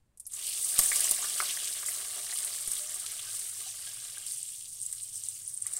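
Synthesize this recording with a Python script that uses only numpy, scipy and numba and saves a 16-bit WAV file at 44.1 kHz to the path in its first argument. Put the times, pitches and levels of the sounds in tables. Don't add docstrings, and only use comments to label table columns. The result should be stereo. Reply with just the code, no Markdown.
import sys
import numpy as np
from scipy import signal
from scipy.fft import rfft, irfft
from scipy.io import wavfile
from numba import njit

SR = 44100
rng = np.random.default_rng(int(sys.argv[2]) if len(sys.argv) > 2 else 0)


def generate_wav(signal):
    frames = np.transpose(np.atleast_2d(signal))
    scaled = np.clip(frames, -1, 1) * 32767
    pcm = np.round(scaled).astype(np.int16)
    wavfile.write(sys.argv[1], SR, pcm)


N = 255603
TIME = np.arange(N) / SR
WETTING_S = 0.33
LEFT_LEAD_S = 0.0001


def undb(db):
    return 10 ** (np.asarray(db) / 20)


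def unit(x):
    return x / np.sqrt(np.mean(x ** 2))


def colour(x, points):
    hz, db = np.transpose(points)
    size = 2048
    grid_hz = np.arange(size // 2 + 1) * SR / size
    gain = undb(np.interp(np.log(grid_hz + 1), np.log(hz), db))
    cepstrum = irfft(np.log(gain))
    cepstrum[1:size // 2] *= 2
    cepstrum[size // 2 + 1:] = 0
    response = irfft(np.exp(rfft(cepstrum)))
    return signal.fftconvolve(x, response[None], axes=1)[:, :N]


def resonate(x, hz, width):
    return signal.lfilter(*signal.iirpeak(hz, hz / width, fs=SR), x)


def walk(rate):
    return np.interp(TIME * rate, np.arange(4096), rng.standard_normal(4096))


@njit
def rings(start, hz, cycles, size, glide):
    out = np.zeros(N)
    for k in range(len(start)):
        life = cycles[k] / hz[k]
        first = max(int(start[k] * SR) + 1, 0)
        last = min(int((start[k] + 6 * life) * SR), N)
        for i in range(first, last):
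            t = i / SR - start[k]
            phase = 2 * np.pi * hz[k] * t * (1 + glide * t / life)
            out[i] += size[k] * np.exp(-t / life) * np.sin(phase)
    return out


def bubbles(count, low_hz, high_hz, cycles, scatter, linger_s, spread_s, glide):
    when, pitch, place, lean, vigour = np.repeat(rng.random((count, 5)), 6, axis=0).T
    late, detune, length, strength = rng.random((len(when), 4)).T
    start = when * N / SR - linger_s * np.log(1 - late)
    hz = low_hz * (high_hz / low_hz) ** pitch * (0.9 + 0.2 * detune)
    hz = np.minimum(hz, SR * 0.45)
    size_db = -scatter * (np.log(strength + 0.02) + np.log(vigour + 0.05))
    size = undb(size_db) * rng.choice([-1, 1], len(when))
    lag = LEFT_LEAD_S / 2 + (2 * place - 1) * spread_s
    return np.array([rings(start + side * lag / 2, hz, cycles * (0.5 + length),
                           size * (1 + side * (lean - 0.5)), glide) for side in (-1, 1)])


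def wok(x):
    # pitch_hz, width_hz, level_db
    notes = [(169, 8.1, 7.5), (232.5, 8.6, 8), (379, 18, -6), (403, 44, -3), (439, 41, -5), (549, 7.8, 1),
             (604.4, 22, 11), (696, 4.6, 12), (725.4, 14, 13), (925, 11, 2), (1094, 5.2, 10.5),
             (1172, 100, 5.5), (1494, 12, 1), (2070, 10, 0), (2254, 23, 2)]
    return 1.05 * x + sum(undb(db) * resonate(x, hz, width) for hz, width, db in notes)


def wetting():
    slope_db_per_s = 518
    return slope_db_per_s * np.minimum(TIME - WETTING_S, 0)


def fizz_level():
    # start_s, level_db, rise_s, fade_s
    flares = [(0.40, -26, 0.27, 1), (0.77, -25, 0.039, 0.44), (1.351, -28.5, 0.034, 0.12),
              (1.85, -28.5, 0.024, 0.17), (2.28, -30.5, 0.053, 0.63), (2.68, -30, 0.1, 0.033),
              (3.24, -31, 0.1, 0.31), (4.25, -34, 0.043, 0.23), (4.76, -38, 0.052, 0.31),
              (5.12, -36, 0.023, 0.27), (5.70, -35.5, 0.025, .15)]
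    steady_db, cooling_db_per_s = -33, 1
    power = undb(steady_db - cooling_db_per_s * (TIME - WETTING_S)) ** 2
    for s, db, rise_s, fade_s in flares:
        swell = np.clip((TIME - s) / rise_s, 0, 1)
        fade = np.exp(-np.maximum(TIME - s - rise_s, 0) / fade_s)
        power = power + (undb(db) * swell * fade) ** 2
    return 10 * np.log10(power) + wetting()


def frying():
    # time_s, level_db
    boiling = [(0.33, -54), (0.46, -33.5), (0.72, -40), (0.8, -33), (1.2, -34.5), (1.48, -32.5),
               (1.78, -39), (2.75, -40.5), (2.87, -44), (3.05, -40), (3.55, -45), (3.67, -40), (3.8, -43.5),
               (4.6, -46), (4.76, -54.5), (4.9, -52), (5.33, -49), (5.59, -60.5), (5.67, -52)]
    # time_s, level_db
    churning = [(0.33, -62), (0.5, -54.5), (0.72, -51.5), (0.8, -44.5), (1.45, -48.5), (1.78, -51),
                (1.9, -47.5), (2.3, -49.5), (3.1, -54.5), (3.35, -55.5), (3.8, -57.5), (4.18, -61.5),
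                (4.27, -64), (4.6, -72), (4.88, -70.5), (4.93, -59.5), (5.0, -72.5), (5.63, -67.5),
                (5.66, -58.5), (5.79, -55)]
    # pitch_hz, level_db
    fizz_tone = [(300, -37), (1800, -32.5), (3500, -13.5), (5000, -9.5), (7000, -4.5), (9000, 3),
                 (12000, -4.5), (15500, -8.5)]
    # pitch_hz, level_db
    crackle_tone = [(300, -53), (2000, -32), (5000, -1.5), (7500, -7), (9500, 0), (11500, -12.5),
                    (15500, -5)]
    # pitch_hz, level_db
    boil_tone = [(300, -20), (1500, -15), (2300, -5), (2900, -1.5), (5000, 1.5), (7500, 2.5), (11000, 3.5),
                 (15500, 4.5)]
    # pitch_hz, level_db
    churn_tone = [(60, -18), (230, -1), (310, -9), (400, 2.5), (720, -4.5), (950, -5.5), (1250, 1),
                  (1700, 8), (2200, 11.5), (3500, -2), (8000, -32)]
    # pitch_hz, level_db
    steam_tone = [(300, -53), (7000, -36), (10000, -6), (11500, -5.5), (15500, -5.5)]

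    fizz_db = fizz_level() + 0.7 * walk(22.04)
    surge_db = 1.0 * walk(18)
    boil_db = np.interp(TIME, *np.transpose(boiling)) + wetting() + surge_db
    churn_db = np.interp(TIME, *np.transpose(churning)) + wetting() + 1.85 * surge_db

    fizz = bubbles(count=7000, low_hz=4600, high_hz=13500, cycles=0.59, scatter=0.0,
                   linger_s=0.0008, spread_s=0.00021, glide=0.)
    fizz = colour(fizz, fizz_tone)
    crackle = bubbles(count=520, low_hz=7800, high_hz=10200, cycles=1.0, scatter=0.5,
                      linger_s=0.0054, spread_s=0.00018, glide=0.)
    crackle = colour(crackle, crackle_tone)
    boil = bubbles(count=7000, low_hz=2697, high_hz=14200, cycles=2.4, scatter=0.0,
                   linger_s=0.005, spread_s=0.00016, glide=0.0063)
    boil = colour(boil, boil_tone)
    ticks = bubbles(count=480, low_hz=3300, high_hz=7600, cycles=0.69, scatter=-0.5,
                    linger_s=0.000298, spread_s=0.00019, glide=0.)
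    ticks = colour(ticks, boil_tone)
    churn = bubbles(count=2400, low_hz=723, high_hz=2750, cycles=1.88, scatter=1.0,
                    linger_s=0.004, spread_s=0.00027, glide=0.063)
    churn = colour(wok(churn), churn_tone)

    crackle_db = fizz_db - 20.5 + 0.23 * np.clip(fizz_db - boil_db - 8, -8, 8)
    flicker_db = 0.8 * walk(200)
    hiss = unit(fizz) * undb(fizz_db - 12.5 + flicker_db) + unit(crackle) * undb(crackle_db)
    steam = colour(rng.standard_normal((2, N)), steam_tone)
    hiss += unit(steam) * undb(-39 + 1.55 * (fizz_db + 26.0))
    foam = unit(boil) * undb(boil_db - 4.0 + flicker_db)
    foam += unit(ticks) * undb(boil_db - 10.5 + 2 * walk(30))
    return hiss + foam + unit(churn) * undb(churn_db - 3.5)


def lesser_spits(count):
    moment, vigour, place, pitch = rng.random((count, 4)).T
    s = WETTING_S + moment * (TIME[-1] - WETTING_S)
    db = np.interp(s, TIME, fizz_level()) + 6 + 2.5 * (2 * vigour - 1)
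    hz = 8670 + 2410 * (2 * pitch - 1)
    pan_db = 6 * (2 * place - 1)
    spray_db = np.full(count, -19)
    return list(zip(s, db, pan_db, spray_db, hz))


def spits():
    # start_s, tick_db, left_minus_right_db, spray_db (from 6.5 dB below the tick), pitch_hz
    loudest = [(0.174, -38.5, 0, -5, 9550), (0.1985, -31, 1, -2.5, 9650), (0.203, -30.5, -2, -10, 9000),
               (0.2662, -23.5, 3, -6, 10400), (0.3203, -28.5, 5, -10, 7500), (0.365, -25, 1, -15, 8300),
               (0.391, -22, 2, -11, 8800), (0.468, -16.5, 2, -17, 9000), (0.4786, -18.5, -10, -19, 9050),
               (0.498, -23, -1, -19, 8630), (0.614, -17, 1, -23, 8340), (0.6266, -15, 0, -14, 9060),
               (0.6895, -18, 3, -5, 8500), (0.784, -9.5, 3, -16, 8830), (0.79, -5, 1.5, -3, 8900),
               (0.838, -12, -4, -15, 9050), (0.86, -10, -1.5, -14, 9050), (0.958, -13.5, -1, -0.5, 8400),
               (1.0064, -10, 5, -9, 9400), (1.0427, -10.5, -3, -8.5, 7500), (1.0685, -15, 0, -13, 8300),
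               (1.111, -7, -3, -6, 9700), (1.147, -14.5, -4, -15, 8700), (1.2978, -13, -5, -17, 7900),
               (1.6158, -20, -3, -21, 9200), (1.701, -19, 2, -13, 8660), (1.7362, -16, 1, -14, 8600),
               (1.8614, -15, 4, -9, 8440), (1.886, -19, 2, -11, 9100), (2.342, -20, -2, -16, 9300),
               (2.3733, -15, 4, -17, 9600), (2.387, -16, 0, -15, 8950), (2.447, -14, -1, -8, 9300),
               (2.5624, -21, -2, -18, 9380), (2.608, -19, 1, -6, 9100), (2.6757, -14, -2, -10, 9400),
               (2.7173, -11.5, 4, -11, 8700), (2.734, -15.5, -1, -10, 8550), (2.895, -21.5, -3, -8, 7140),
               (2.9437, -18, -2, -6.5, 8700), (2.998, -19.5, 2, -9, 8600), (3.1177, -20, 2, -9, 9040),
               (3.392, -20, 0, -4.5, 8500), (4.182, -21, -11, -20, 9400), (4.265, -20, -3, -8, 8950),
               (4.32, -18.5, -10, -11.5, 9340), (4.4296, -14.5, 2, -31, 8400), (4.802, -19, -4, -26, 8400),
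               (4.8158, -14.5, -3, -29, 8400), (4.826, -20, 0, -16, 9600), (4.832, -16.5, -2, -24, 8400),
               (4.855, -21.5, 0, -22, 8400), (4.864, -14, -1, -20, 8200), (4.914, -22, -2, -20, 8300),
               (4.9265, -14, -2, -13.5, 8200), (4.95, -24, -1, -20, 8250), (5.1565, -18, -4, -17, 8200),
               (5.178, -22, -2, -20, 8200), (5.237, -16, 0, -30, 8100), (5.258, -24, -4, -24, 10000),
               (5.2867, -12.5, -1, -30, 8550), (5.5754, -14.5, 3, -32, 8670), (5.623, -15, 4, -32, 8940),
               (5.6673, -11, 1, -16, 8500), (5.728, -24, 0, -20, 8400), (5.7342, -15.5, 3, -19, 8340),
               (5.737, -14, 2, -20, 8900), (5.7395, -16.5, 0, -18, 8700), (5.764, -24, 3, -11, 7900)]
    out = np.zeros((2, N))
    t = np.arange(SR // 10) / SR
    for s, db, pan_db, spray_db, hz in loudest + lesser_spits(count=75):
        spray = rng.standard_normal((2, len(t))) * undb(2.0 * rng.standard_normal(len(t)))
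        width = np.clip(3600 * undb(2.8 * (db + 13.5)), 2500, 12000)
        spray = resonate(resonate(spray, hz, width), hz, 15000)
        spray = unit(spray) * np.exp(-t / 0.0071) * undb(spray_db - 6.5)
        for channel, side in enumerate((1, -1)):
            age = np.maximum(t - channel * LEFT_LEAD_S, 0)
            onset = 1 - np.exp(-2.2 * width * age)
            tick = np.sin(2 * np.pi * hz * age) * np.exp(-age / 0.00042) * onset
            burst = undb(db + side * pan_db / 2) * (tick + spray[channel])
            part = out[channel, int(s * SR):][:len(t)]
            part += burst[:len(part)]
    return colour(out, [(200, -24), (1500, -7), (3000, -4.5), (5000, -1.0),
                        (9000, -2.5), (12000, 0.5), (15500, -4)])


def splutters():
    # time_s (close to the peak), level_db, pitch_hz, fade_s
    skaters = [(0.256, -51, 6200, 0.005), (0.273, -45, 10700, 0.004), (0.302, -56, 3400, 0.0063),
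               (0.337, -40, 7250, .004), (0.391, -50, 2860, 0.019), (0.566, -40, 8900, 0.0046),
               (0.648, -38, 9000, 0.0056), (0.703, -41, 9200, 0.0054), (0.742, -37, 9000, .004),
               (0.764, -32.5, 4070, 0.003), (0.889, -26.5, 9000, 0.0033), (0.949, -34, 9300, 0.0052),
               (0.977, -31, 9000, 0.002), (1.093, -32, 9300, 0.0029), (1.226, -35, 7250, 0.0035),
               (1.49, -41, 3200, 0.022), (1.78, -40, 3300, 0.0079), (2.189, -47, 3790, 0.0018),
               (2.388, -35, 3920, 0.0018), (2.767, -35.5, 3340, 0.0037), (2.874, -32, 6200, 0.0019),
               (2.998, -44, 4350, 0.0012), (3.063, -35, 3360, .0015),  (3.679, -45, 6000, 0.029),
               (4.378, -43.5, 8900, 0.0096), (4.479, -45, 8250, 0.019), (5.031, -45, 8500, 0.014),
               (5.16, -40, 8200, 0.0083), (5.477, -39.5, 9300, 0.0073), (5.513, -47, 9000, 0.0031),
               (5.541, -38, 8900, 0.0042), (5.62, -33, 8800, 0.0024), (5.713, -42, 9300, .005),
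               (5.73, -50.5, 4400, 0.011), (5.767, -40, 7900, 0.0083)]
    width_hz, rough_db = 1600, 5.5
    out = np.zeros((2, N))
    for s, db, hz, fade_s in skaters:
        start = int(max(s - 0.06, 0) * SR)
        t = TIME[start:start + SR // 6] - s
        fade_s = max(fade_s, 0.001)
        swell = 2 / (np.exp(-2 * t / fade_s) + np.exp(t / fade_s))
        wander = np.interp(t, np.linspace(t[0], t[-1], 200), rng.standard_normal(200))
        noise = rng.standard_normal((2, len(t))) * undb(rough_db * wander)
        steam = resonate(resonate(noise, hz, width_hz), hz, width_hz)
        out[:, start:start + len(t)] += unit(steam) * swell * undb(db)
    return out


def squeaks():
    chirps = bubbles(count=70, low_hz=6000, high_hz=13500, cycles=18, scatter=1,
                     linger_s=0.25, spread_s=0.0002, glide=-0.04)
    return unit(chirps) * undb(fizz_level() - 20)


def plops():
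    # start_s, level_db, pitch_hz, ring_cycles (at least 0.3 is used)
    pockets = [(0.791, -27, 1104, 1.7), (0.917, -20, 2090, 1.4), (0.929, -30.5, 2100, 7.1),
               (1.112, -31, 894, 0.79), (1.225, -34, 1100, 1.8), (1.243, -29.5, 1200, 0.46),
               (1.402, -23, 1264, 2.8), (1.403, -20.5, 1940, 1.2), (1.422, -28, 920, 0.77),
               (1.572, -31.5, 1770, 2.9), (1.829, -33, 1400, 1.3), (1.885, -32.5, 1860, 1.8),
               (2.326, -35.5, 1870, 5.8), (4.172, -42.5, 1570, 6.7), (5.655, -48.5, 1200, 1.7),
               (5.662, -45.5, 1936, 6.6), (5.666, -47.5, 1020, 0.79)]
    s, db, hz, cycles = np.transpose(pockets)
    out = np.ones((2, 1)) * rings(s, hz, np.maximum(cycles, 0.3), undb(db - 1.5), 0.016)
    for _ in range(8):
        late, pitch, place = rng.random((len(s), 3)).T
        for channel, side in enumerate((-1, 1)):
            start = s + 0.00594 * late + side * 0.00039 * (place - 0.5)
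            out[channel] += rings(start, hz * (0.8 + 0.9 * pitch), np.full(len(s), 2.2),
                                  undb(db - 9.0), 0.012)
    return colour(out + undb(2.0) * wok(out), [(150, -29), (400, -12), (700, -14.5), (1200, -7),
                                             (2200, -3), (3000, -13), (6000, -14)])


def stream():
    # start_s, end_s, level_db of its small bubbles
    pours = [(1.15, 1.7, -56), (2.688, 4.25, -62.5), (5.63, 5.9, -74)]
    ramp_s = 0.025
    flow = np.zeros(N)
    for start, end, db in pours:
        flow += undb(db) * np.clip(np.minimum(TIME - start, end - TIME) / ramp_s, 0, 1)
    small = bubbles(count=260, low_hz=1400, high_hz=3100, cycles=5.5, scatter=0.8,
                    linger_s=0.2, spread_s=0.0002, glide=0.008)
    return flow * unit(small)


def glugs():
    # start_s, level_db, pitch_hz, ring_cycles
    trapped = [(2.311, -32, 4080, 12), (2.527, -32, 4450, 7.9), (2.80, -56, 598, 46), (2.84, -46, 2620, 14),
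               (3.042, -44, 1270, 8.1), (3.275, -48, 1535, 25), (3.664, -51, 760, 14),
               (3.871, -51, 1610, 26), (4.18, -57.5, 820, 7.6)]
    s, db, hz, cycles = np.transpose(trapped)
    return rings(s, hz, cycles, undb(db), 0.0126)


def puffs():
    # start_s, pressure_step_db, knock_db, eddies_db
    blasts = [(0.7894, -32.5, -27, -57), (1.111, -47, -33, -72), (2.6758, -43, -44, -63)]
    leak_s, swing_s, eddy_fade_s = 0.016, 0.11, 0.12
    steps, gust = np.zeros(N), np.zeros(N)
    for s, db, _, eddy_db in blasts:
        age = np.maximum(TIME - s, 0)
        swing = np.exp(-age / leak_s) - leak_s / swing_s * np.exp(-age / swing_s)
        steps += undb(db) * (1 - np.exp(-age / 0.00073)) * swing
        gust += undb(eddy_db) * (1 - np.exp(-age / 0.01)) * np.exp(-age / eddy_fade_s)
    low_pass = signal.butter(2, 45, fs=SR, output="sos")
    eddies = unit(signal.sosfilt(low_pass, rng.standard_normal((2, N))))
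    s, _, knock_db, _ = np.transpose(blasts)
    knock = rings(s, np.full(len(s), 520.), np.full(len(s), 0.3), undb(knock_db), 0.)
    return wok(knock) - steps + gust * eddies


def kitchen(x, early_db, early_s, room_db, room_t60):
    t = np.arange(SR // 2) / SR
    near, far = rng.standard_normal((2, 2, len(t)))
    near = near * np.exp(-t / early_s) * (t > 0.0007)
    far = far * np.exp(-np.log(1000) * t / room_t60) * (t > 0.005)
    mid, side = (undb(early_db) * unit(near) + undb(room_db) * unit(far)) / np.sqrt(2 * len(t))
    side = signal.sosfilt(signal.butter(1, 1200, "high", fs=SR, output="sos"), side)
    return x + signal.fftconvolve(x, np.array([mid + side, mid - side]), axes=1)[:, :N]


def stove():
    # pitch_hz, level_db
    air_tone = [(20, 8.5), (45, 1.5), (75, 6.5), (112, 1.5), (150, -4), (300, -13.5), (700, -18.5),
                (2000, -25.5), (8000, -33.5), (15500, -37)]
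    # time_s, level_db
    drone_levels = [(0, -104), (0.5, -75.5), (2.2, -77), (3.3, -71), (4.4, -70.5), (4.7, -68.5),
                    (5.6, -65.5), (5.8, -79)]
    air = rng.standard_normal(N) + 0.5 * rng.standard_normal((2, N))
    drone = resonate(resonate(air, 104, 21), 86, 47)
    drone_db = np.interp(TIME, *np.transpose(drone_levels)) - 0.5
    return unit(colour(air, air_tone)) * undb(-69) + unit(drone) * undb(drone_db)


def scene():
    pan = frying() + spits() + splutters() + squeaks() + plops() + stream() + glugs() + puffs()
    return kitchen(pan, early_db=-9, early_s=0.006, room_db=-11, room_t60=0.25) + stove()


def record(dry):
    # pitch_hz, width_hz, boost_db (strength of the added ring)
    ports = [(8150, 970, 7.5), (9090, 1700, 5.5)]
    ported = np.array([x + undb(db) * resonate(x, hz, width)
                       for x, (hz, width, db) in zip(dry, ports)])
    top_cut = signal.ellip(10, 0.2, 90, 15700, fs=SR, output="sos")
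    return signal.sosfilt(top_cut, np.clip(ported, -1, 1))


dry = scene()
out = record(dry)
generate_wav(out)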